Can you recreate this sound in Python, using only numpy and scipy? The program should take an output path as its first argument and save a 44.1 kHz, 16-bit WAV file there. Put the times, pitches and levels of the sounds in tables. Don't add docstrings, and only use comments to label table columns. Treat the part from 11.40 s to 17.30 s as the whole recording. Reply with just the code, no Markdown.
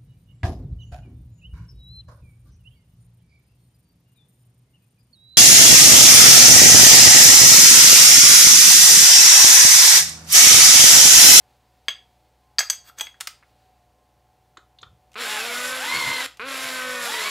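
import sys
import numpy as np
from scipy import signal
from scipy.fft import rfft, irfft
from scipy.io import wavfile

SR = 44100
rng = np.random.default_rng(int(sys.argv[2]) if len(sys.argv) > 2 else 0)


def bounce(signal):
    frames = np.transpose(np.atleast_2d(signal))
    limited = np.clip(frames, -1, 1)
    pcm = np.round(limited * 32767).astype(np.int16)
    wavfile.write(sys.argv[1], SR, pcm)


def voltage_ratio(decibels):
    exponent = np.asarray(decibels, float) / 20
    return 10 ** exponent


N = 260345


def evened(x):
    return x / np.sqrt(np.mean(x ** 2) + 1e-20)


def read(points, hz):
    f, value = np.transpose(points)
    return np.interp(np.log(hz + 1), np.log(f + 1), value)


def add(mix, s, sound):
    part = mix[round(s * SR):][:len(sound)]
    part += sound[:len(part)]


def follow(rows, t):
    s, *columns = np.transpose(rows)
    return [np.interp(t, s, c) for c in columns]


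def unroll(rows):
    start, end = rows[0][0], rows[-1][0]
    return start, follow(rows, np.arange(start, end, 1 / SR))


def colour(x, points):
    hz = abs(np.fft.fftfreq(4096, 1 / SR))
    log_gain = np.log(voltage_ratio(np.maximum(read(points, hz), -90)))
    minimum_phase = np.exp(np.conj(signal.hilbert(log_gain)))
    return signal.oaconvolve(x, np.fft.ifft(minimum_phase).real[:2048])[:len(x)]


def resonate(x, hz, width):
    return signal.lfilter(*signal.iirpeak(min(hz, .45 * SR), hz / width, SR), x)


def drift(n, hz):
    slow = signal.butter(2, hz, fs=SR, output="sos")
    return evened(signal.sosfilt(slow, rng.standard_normal(n + 9000))[9000:])


def ring(hz, db, t60, phase=0.):
    t = np.arange(16000) / SR
    onset = 1 - np.exp(-t / 0.00016)
    return voltage_ratio(db - 60 * t / max(t60, .004)) * np.sin(2 * np.pi * hz * t + phase) * onset


# (frequency [Hz], level [dB])
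CHOP_SPECTRUM = [(100, -21.5), (250, 1.5), (500, 9.5), (770, -5.5), (1050, 12.5), (1300, 12), (1530, 14),
                 (1840, 3.5), (2500, 11.5), (3400, -16), (4800, -13.5)]


def chop_buzz(jolts, low_db, octaves, age):
    high_db = -38.5 - 5 * octaves + 3.5 * np.exp(-age / 0.032)
    low = voltage_ratio(low_db - 2.0) * evened(colour(sum(jolts[:3]), CHOP_SPECTRUM))
    high = voltage_ratio(high_db) * evened(colour(sum(jolts[3:]), CHOP_SPECTRUM))
    steady_pulse = voltage_ratio(-50.5) * jolts[0]
    return low + high + steady_pulse


# (frequency [Hz], level [dB per Hz])
RATTLE_SPECTRUM = [(60, -32), (150, -57), (250, -19), (500, -6), (830, -7), (1500, -0.5), (2400, -0.5),
                   (3600, -3), (4600, -6), (6500, -25), (9000, -63.5)]
# (frequency [Hz], level [dB per Hz])
HISS_SPECTRUM = [(2940, -11.5), (5000, 1.5), (6140, -0.5), (7310, -1.5), (9620, -4), (11100, -4.5),
                 (15700, -16.5), (16300, -31), (16500, -64)]
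# (frequency [Hz], width [Hz], level [dB])
HOUSING_MODES = [(1506, 88, -35.5), (3690, 1200, -7), (5410, 104, 1.5), (7300, 510, -1),
                 (10600, 1700, -30.5), (14700, 1100, -3)]
# (frequency [Hz], width [Hz], level [dB])
VENTS = [(6880, 310, -21.5), (11140, 1020, -2)]


def rattle_and_hiss(turns, effort_db, octaves):
    n = len(turns)
    rattle_db = -36 + 0.49 * (effort_db + 36) + 3 * octaves
    beat = 4.3 + np.exp(-(turns % 1) / 2.7)
    knock_db = 0.55 * np.minimum(rng.exponential(1, n), 4.5)
    teeth = evened(rng.standard_normal(n) * voltage_ratio(knock_db) * (rng.random(n) < 6000 / SR))
    rattle = evened(colour(teeth * beat * voltage_ratio(0.8 * drift(n, 32)), RATTLE_SPECTRUM))
    rubbing = (rng.standard_normal(n) + 0.4 * teeth) * (beat + .5) * voltage_ratio(drift(n, 23))
    brushes = evened(colour(rubbing, HISS_SPECTRUM))
    bare = voltage_ratio(rattle_db + 3.0) * rattle + brushes * voltage_ratio(effort_db - 0.8)
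    sound = bare.copy()
    for hz, width, db in HOUSING_MODES:
        mode = resonate(resonate(bare, hz, width), hz, 1.7 * width)
        sound += voltage_ratio(db + 0.66 * drift(n, 5.7)) * mode
    fan_db = effort_db - 9 * octaves + drift(n, 2.2)
    for hz, width, db in VENTS:
        sound += voltage_ratio(fan_db + db) * resonate(resonate(brushes, hz, width), hz, 1.5 * width)
    return voltage_ratio(-1.0) * sound


def squeal(jolt, chop_hz, octaves, age):
    mode_hz, width_hz = 1510, 110
    nearness = 1 / (1 + ((6 * chop_hz - mode_hz) / width_hz) ** 2)
    level = voltage_ratio(-40 - 9 * octaves) * np.minimum(age / .3, 1)
    return jolt * voltage_ratio(2.5 * drift(len(jolt), 45)) * nearness * level


# (time [s], level [dB], length [s])
GRAB_EVENTS = [
    (4.283, -62, 0.17),
    (4.563, -43, 0.061),
    (4.684, -43.5, .09),
    (5.04, -68, .05),
    (5.255, -59, 0.065),
    (5.477, -61, 0.17),
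]


def vise_shake(t):
    grip = voltage_ratio(-83)
    for at, db, length in GRAB_EVENTS:
        grip = grip + voltage_ratio(db) * np.exp(-(2 * (t - at) / length) ** 2)
    return grip * evened(resonate(resonate(rng.standard_normal(len(t)), 113, 160), 176, 240))


# (time [s], current chops [Hz], jolt level [dB])
TRIGGER_PULLS = [
    [(3.755, 201.8, -42), (3.81, 255.7, -38), (3.865, 208.8, -46), (3.97, 210.4, -38), (4.06, 237, -40.5),
     (4.385, 260.5, -40.5), (4.52, 241.8, -50.5), (4.76, 250.9, -45.5), (4.865, 266.3, -44)],
    [(4.995, 201.7, -42.5), (5.045, 259.6, -39), (5.07, 271.9, -38), (5.18, 263, -42), (5.53, 251.8, -38),
     (5.66, 237.6, -43.5), (5.8, 217.5, -39.5), (5.903, 208.2, -45)],
]
# (time [s], tooth rate [Hz], whine level [dB])
GEAR_PULLS = [
    [(3.83, 900, -41.5), (3.95, 870, -40), (4.12, 665, -43), (4.35, 530, -47), (4.48, 1000, -34),
     (4.575, 1105, -31), (4.635, 1030, -33), (4.76, 1045, -34), (4.85, 945, -39)],
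    [(5.05, 570, -52), (5.27, 680, -48), (5.47, 555, -46), (5.64, 560, -44), (5.70, 870, -37),
     (5.74, 975, -36), (5.80, 995, -37), (5.86, 1125, -35), (5.903, 1135, -34)],
]
# (time [s], level [dB])
EFFORT_PULLS = [
    [(3.755, -62), (3.78, -45.5), (3.81, -35), (3.94, -32.5), (4.02, -36), (4.28, -32.5), (4.35, -35),
     (4.55, -33), (4.865, -34.5)],
    [(4.995, -54.5), (5.04, -55.5), (5.093, -38.5), (5.23, -33.5), (5.45, -38.5), (5.6, -38),
     (5.645, -31.5), (5.69, -34), (5.903, -32.5)],
]


def motor(trigger, gears, effort):
    s, (chop_hz, low_db) = unroll(trigger)
    n = len(low_db)
    age = np.arange(n) / SR
    t = s + age
    (effort_db,) = follow(effort, t)
    octaves = np.log2(follow(gears, t)[0] / 700)
    turns = np.cumsum(chop_hz * (1 + .003 * drift(n, 30))) / SR - .25
    jolts = [-np.cos(2 * np.pi * k * turns) * voltage_ratio(1.4 * drift(n, 10)) for k in range(1, 19)]
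    sound = chop_buzz(jolts, low_db, octaves, age)
    sound += rattle_and_hiss(turns, effort_db, octaves)
    sound += squeal(jolts[5], chop_hz, octaves, age)
    no_bass = signal.butter(4, 150, "high", fs=SR, output="sos")
    return s, (signal.sosfilt(no_bass, sound) + vise_shake(t)) * signal.windows.tukey(n, .004)


# (multiple of the tooth rate, level under the octave [dB])
HIGHER_LINES = [
    (4, -2.5),
    (3, -10),
    (3.08, -11),
]


def whine(rows):
    teeth, ring_gear, planets = 13.5, .31, 3.27
    s, (hz, db) = unroll(rows)
    n = len(db)
    hz = hz * (1 - 0.37 * np.exp(-np.arange(n) / SR / .025))
    octave_db = db - 0.5
    hum_db = db - 19.5 + 0.82 * np.minimum(db + 42.5, 0)
    angle = 2 * np.pi * np.cumsum(hz * (1 + 0.00747 * drift(n, 39.3))) / SR
    depth = np.clip((hz - 880) / 150, 0, 1)
    lowered = angle - np.pi * np.cumsum(hz * depth / teeth) / SR
    swing = np.cos(angle / teeth)
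    wobble = 1 - 0.32 * depth + 0.87 * depth * swing
    tone = voltage_ratio(db - 1.5 + 2.2 * drift(n, 33)) * wobble * np.sin(lowered)
    tone += voltage_ratio(octave_db + 1.7 * depth + 3.0 * drift(n, 81)) * np.sin(2 * angle) * (1 + 0.3 * swing)
    tone += voltage_ratio(hum_db - 2.0 * depth + 2.0 * drift(n, 22)) * np.sin(ring_gear * angle)
    planet_db = -39.5 + 0.6 * (db + 41) - 3.0 * np.maximum(db + 40, 0)
    planet_db -= .004 * SR * np.maximum(np.gradient(hz), 0)
    tone += voltage_ratio(planet_db + 3.5 * drift(n, 30)) * np.sin(planets * angle)
    for k, order_db in HIGHER_LINES:
        level = voltage_ratio(octave_db - 2.0 * (2 - depth) + order_db + 2 * drift(n, 32))
        tone += level * np.sin(k * angle + 0.14 * drift(n, 79)) * (1 + 0.2 * swing)
    return s, np.sqrt(2) * tone * signal.windows.tukey(n, .05)


HELD_RINGS = [
    [3203, 3300],
    [4735, 4786, 5394],
    [6045, 6422, 6546, 7865, 7890, 8550],
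    [12120, 13230, 14710],
]
LAID_RINGS = [
    [3332, 3290],
    [4555, 4790, 4640],
    [6095, 6508, 6665, 8010, 8172, 8737],
    [12200, 13200, 14780],
]
# (level [dB], t60 [s])
RING_DECAYS = [
    [(-4, 0.044), (-8.5, 0.081)],
    [(-5.5, 0.059), (-2, 0.041), (-21.5, 0.033)],
    [(-4.5, 0.067), (-1.5, .045), (-10.5, 0.041), (-6.5, .06), (-12, 0.047), (-19.5, .04)],
    [(-4, 0.073), (-0.5, .09), (-7.5, 0.055)],
]


def rings(s):
    pitches = LAID_RINGS if s > 1.25 else HELD_RINGS
    return [[(hz, *rest) for hz, rest in zip(*group)] for group in zip(pitches, RING_DECAYS)]


# (frequency [Hz], level [dB], t60 [s])
VISE_MODES = [(640, -22, 0.14), (1120, -20.5, .05), (1374, -6, .04), (1562, -3.5, 0.025), (1740, 5.5, 0.04),
              (2182, 7, 0.016), (2480, 5, 0.014), (2720, -7.5, 0.075)]
# (time [s], vise [dB], lowest rings [dB], upper rings [dB], sharpness [dB])
CLINK_EVENTS = [(.4833, -17.5, -12, -23.5, -5), (0.506, -52, -23, -52, 7.5),
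                (0.5179, -47.5, -34, -52, -0.5), (0.5458, -63, -50, -56, -7),
                (1.1844, -16.5, -22.5, -10, -16), (1.1907, -15.5, -23, -11, -2.5),
                (1.2054, -16.5, -26.5, -23.5, 1.5), (1.2274, -24, -42, -36.5, -5),
                (1.2994, -20.5, -21.5, -15, 2), (1.3294, -34, -36, -53, 8), (1.5857, -48, -57, -51, 17),
                (1.5973, -32, -30, -36, -4), (1.6087, -26, -19, -31, 8.5), (1.6691, -36, -35.5, -46, -16)]


def clink(s, vise_db, low, mid, sharp_db):
    t = np.arange(16000) / SR
    high = mid + sharp_db
    top = mid - 15.5 + 1.3 * sharp_db
    spread = [(200, vise_db - 28.5), (500, vise_db - 10.5), (2000, vise_db), (3250, low - 3),
              (4700, mid - 4), (7000, high - 6), (13000, top - 8)]
    burst = np.exp(-t / 0.0054) + .1 * np.exp(-t / 0.014)
    sound = voltage_ratio(5.0) * colour(rng.standard_normal(16000) * burst, spread)
    for hz, db, t60 in VISE_MODES:
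        sound += ring(hz * rng.uniform(0.93, 1.02), vise_db + db - 13.0, t60, rng.uniform(0, 8.2))
    for level_db, modes in zip((low, mid, high, top), rings(s)):
        for hz, db, t60 in modes:
            sound += ring(hz, level_db + db, t60, rng.uniform(0, 4.7))
    return s, sound


# (time [s], level [dB])
DRAG_CURVES = [
    [(1.44, -56), (1.492, -41), (1.54, -104)],
    [(1.565, -67), (1.585, -34.5), (1.603, -40)],
    [(1.63, -62), (1.658, -45), (1.672, -51), (1.702, -70), (1.72, -74)],
]


def drag(rows):
    s, (db,) = unroll(rows)
    n = len(db)
    slips = evened(rng.standard_normal(n) * voltage_ratio(2.8 * rng.exponential(1, n))) * voltage_ratio(db)
    body = sum(ring(hz, -3.5, 0.32 * t60) for modes in rings(s) for hz, _, t60 in modes)
    body += sum(ring(hz, mode_db, 0.25 * t60) for hz, mode_db, t60 in VISE_MODES)
    body[:3] += np.array([1, 0, -1]) * 2.0
    return s, voltage_ratio(-5.5) * signal.fftconvolve(slips, body) / np.linalg.norm(body)


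def tick(s, clunk_db, hz, crack_db, tilt_db, decay_s):
    t = np.arange(16000) / SR
    fade = np.exp(-t / decay_s) + 0.06 * np.exp(-t / (5.0 * decay_s))
    shape = fade * (1 - np.exp(-t / (.3 * decay_s)))
    spectrum = [(300, -13), (1200, 9.0 - tilt_db), (4000, 10.0), (7500, 10.5 + 1.2 * tilt_db),
                (15000, 3 * tilt_db)]
    crack = evened(colour(rng.standard_normal(16000), spectrum))
    width_hz = 330 * (hz / 1000) ** .6
    clunk = resonate(resonate(rng.standard_normal(16000) * shape, hz, width_hz), hz, 2 * width_hz)
    return s, voltage_ratio(crack_db + 9) * crack * shape + voltage_ratio(clunk_db + 2) * clunk / abs(clunk).max()


# (time [s], clunk level [dB], clunk pitch [Hz], crack level [dB])
SNAP_EVENTS = [
    (1.8028, -50, 2600, -43),
    (1.8073, -28.5, 3500, -29.5),
    (1.808, -27, 9200, -48),
    (1.8123, -31.5, 1520, -44),
    (1.8714, -30, 1440, -27.5),
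    (3.717, -60, 2340, -62),
    (3.731, -60, 3020, -61),
    (3.741, -47, 2400, -53.5),
    (4.944, -70, 2480, -61),
    (4.971, -56, 2470, -52),
]


def snap(s, clunk_db, hz, crack_db):
    return tick(s, clunk_db, hz, crack_db, tilt_db=-1, decay_s=0.0032)


# (time [s], level [dB], pitch [Hz])
NUDGE_EVENTS = [(1.496, -41.5, 1360), (1.612, -33.5, 930), (1.612, -40.5, 494), (1.7416, -46.5, 1600),
                (2.026, -46.5, 1330), (2.0314, -51, 1930), (3.1697, -36.5, 1350), (3.172, -41, 3580),
                (3.171, -47.5, 6900), (3.177, -49.5, 290), (3.191, -49, 1310), (3.386, -43, 3540),
                (3.413, -47, 4030), (3.417, -47.5, 6550), (3.426, -50.5, 413), (3.4293, -36.5, 3500),
                (3.43, -36, 1250), (3.467, -50, 1180), (4.845, -40, 680)]


def nudge(s, db, hz):
    return tick(s, db, hz, db - 27, tilt_db=-14, decay_s=0.0033)


# (time [s], level [dB])
THUMP_CURVE = [(3.4, -65), (3.448, -59), (3.516, -61), (3.534, -57), (3.562, -71), (3.584, -66),
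               (3.62, -77)]


def thump(rows):
    s, (db,) = unroll(rows)
    return s, voltage_ratio(db) * evened(resonate(resonate(rng.standard_normal(len(db)), 90, 48), 83, 58))


# (time [s], level [dB])
RUSTLE_CURVE = [(0, -70.5), (.45, -71.5), (1.1, -76), (2.05, -70.5), (2.35, -74), (2.5, -79.5), (3.6, -79),
                (5.903, -75)]
# (frequency [Hz], level [dB per Hz])
CLOTH_SPECTRUM = [(300, 1), (1200, 1.5), (3800, -1), (4500, 0), (5200, -5.5), (12000, -13), (16000, -13)]


def rustle(rows):
    s, (db,) = unroll(rows)
    n = len(db)
    return s, voltage_ratio(db + 0.96 * drift(n, 8)) * evened(colour(rng.standard_normal(n), CLOTH_SPECTRUM))


# (frequency [Hz], level [dB per Hz])
AIR_SPECTRUM = [(20, -37.5), (45, -7), (90, -6), (226, -12.5), (368, -12), (510, -12), (726, -14.5),
                (1050, -16), (1220, -21.5), (1400, -21.5), (4500, -28.5), (10500, -32.5), (15500, -33.5),
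                (16500, -50)]
# (frequency [Hz], level [dB])
MACHINE_LINES = [(511.4, -83.5), (570.6, -91), (597.5, -78.5), (721.4, -74), (748.3, -71.5), (807.5, -91),
                 (839.8, -77.5), (872.1, -84), (899.0, -87.5), (931.3, -86), (990.5, -88), (1050, -83.5)]
# (frequency [Hz], level [dB])
MAINS_LINES = [
    (61.5, -69.5),
    (120, -73),
]


def shop_noise():
    t = np.arange(N) / SR
    hz = np.fft.rfftfreq(N, 1 / SR)
    sound = voltage_ratio(-68) * evened(irfft(rfft(rng.standard_normal(N)) * voltage_ratio(read(AIR_SPECTRUM, hz)), N))
    for f, db in [*MACHINE_LINES, *MAINS_LINES]:
        level = np.sqrt(2) * voltage_ratio(db + f / 250 * drift(N, 3.3))
        sound += level * np.sin(2 * np.pi * f * t + f / 700 * drift(N, 3))
    return sound


# (frequency [Hz], t60 [s])
SHOP_DECAY = [
    (200, 0.24),
    (1000, 0.24),
    (4000, 0.28),
    (14000, .2),
]


def shop(x):
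    taps = np.zeros(SR // 2)
    at = np.arange(200, SR // 2 - 20, 20) + rng.integers(0, 20, (SR // 2 - 201) // 20)
    taps[at] = rng.choice([-1., 1.], at.shape)
    hz, t, z = signal.stft(taps, SR, nperseg=256)
    fade = voltage_ratio(-60 * t / read(SHOP_DECAY, hz)[:, None])
    tail = signal.istft(z * fade, SR, nperseg=256)[1]
    return signal.fftconvolve(x, tail / np.linalg.norm(tail))[:N]


def scene():
    near = np.zeros(N)
    for pull in zip(TRIGGER_PULLS, GEAR_PULLS, EFFORT_PULLS):
        add(near, *motor(*pull))
    for rows in GEAR_PULLS:
        add(near, *whine(rows))
    for row in CLINK_EVENTS:
        add(near, *clink(*row))
    for rows in DRAG_CURVES:
        add(near, *drag(rows))
    for row in SNAP_EVENTS:
        add(near, *snap(*row))
    for row in NUDGE_EVENTS:
        add(near, *nudge(*row))
    add(near, *thump(THUMP_CURVE))
    add(near, *rustle(RUSTLE_CURVE))
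    return np.tile(near + voltage_ratio(-10.5) * shop(near) + shop_noise(), (2, 1))


def roll_off(x):
    return signal.sosfilt(signal.butter(12, 16850, fs=SR, output="sos"), x)


def record(dry):
    low_pass = signal.firwin(511, 15780, window=("kaiser", 9), fs=SR)
    mix = signal.oaconvolve(dry, low_pass[None], "same")
    return roll_off(mix)


dry = scene()
out = record(dry)
bounce(out)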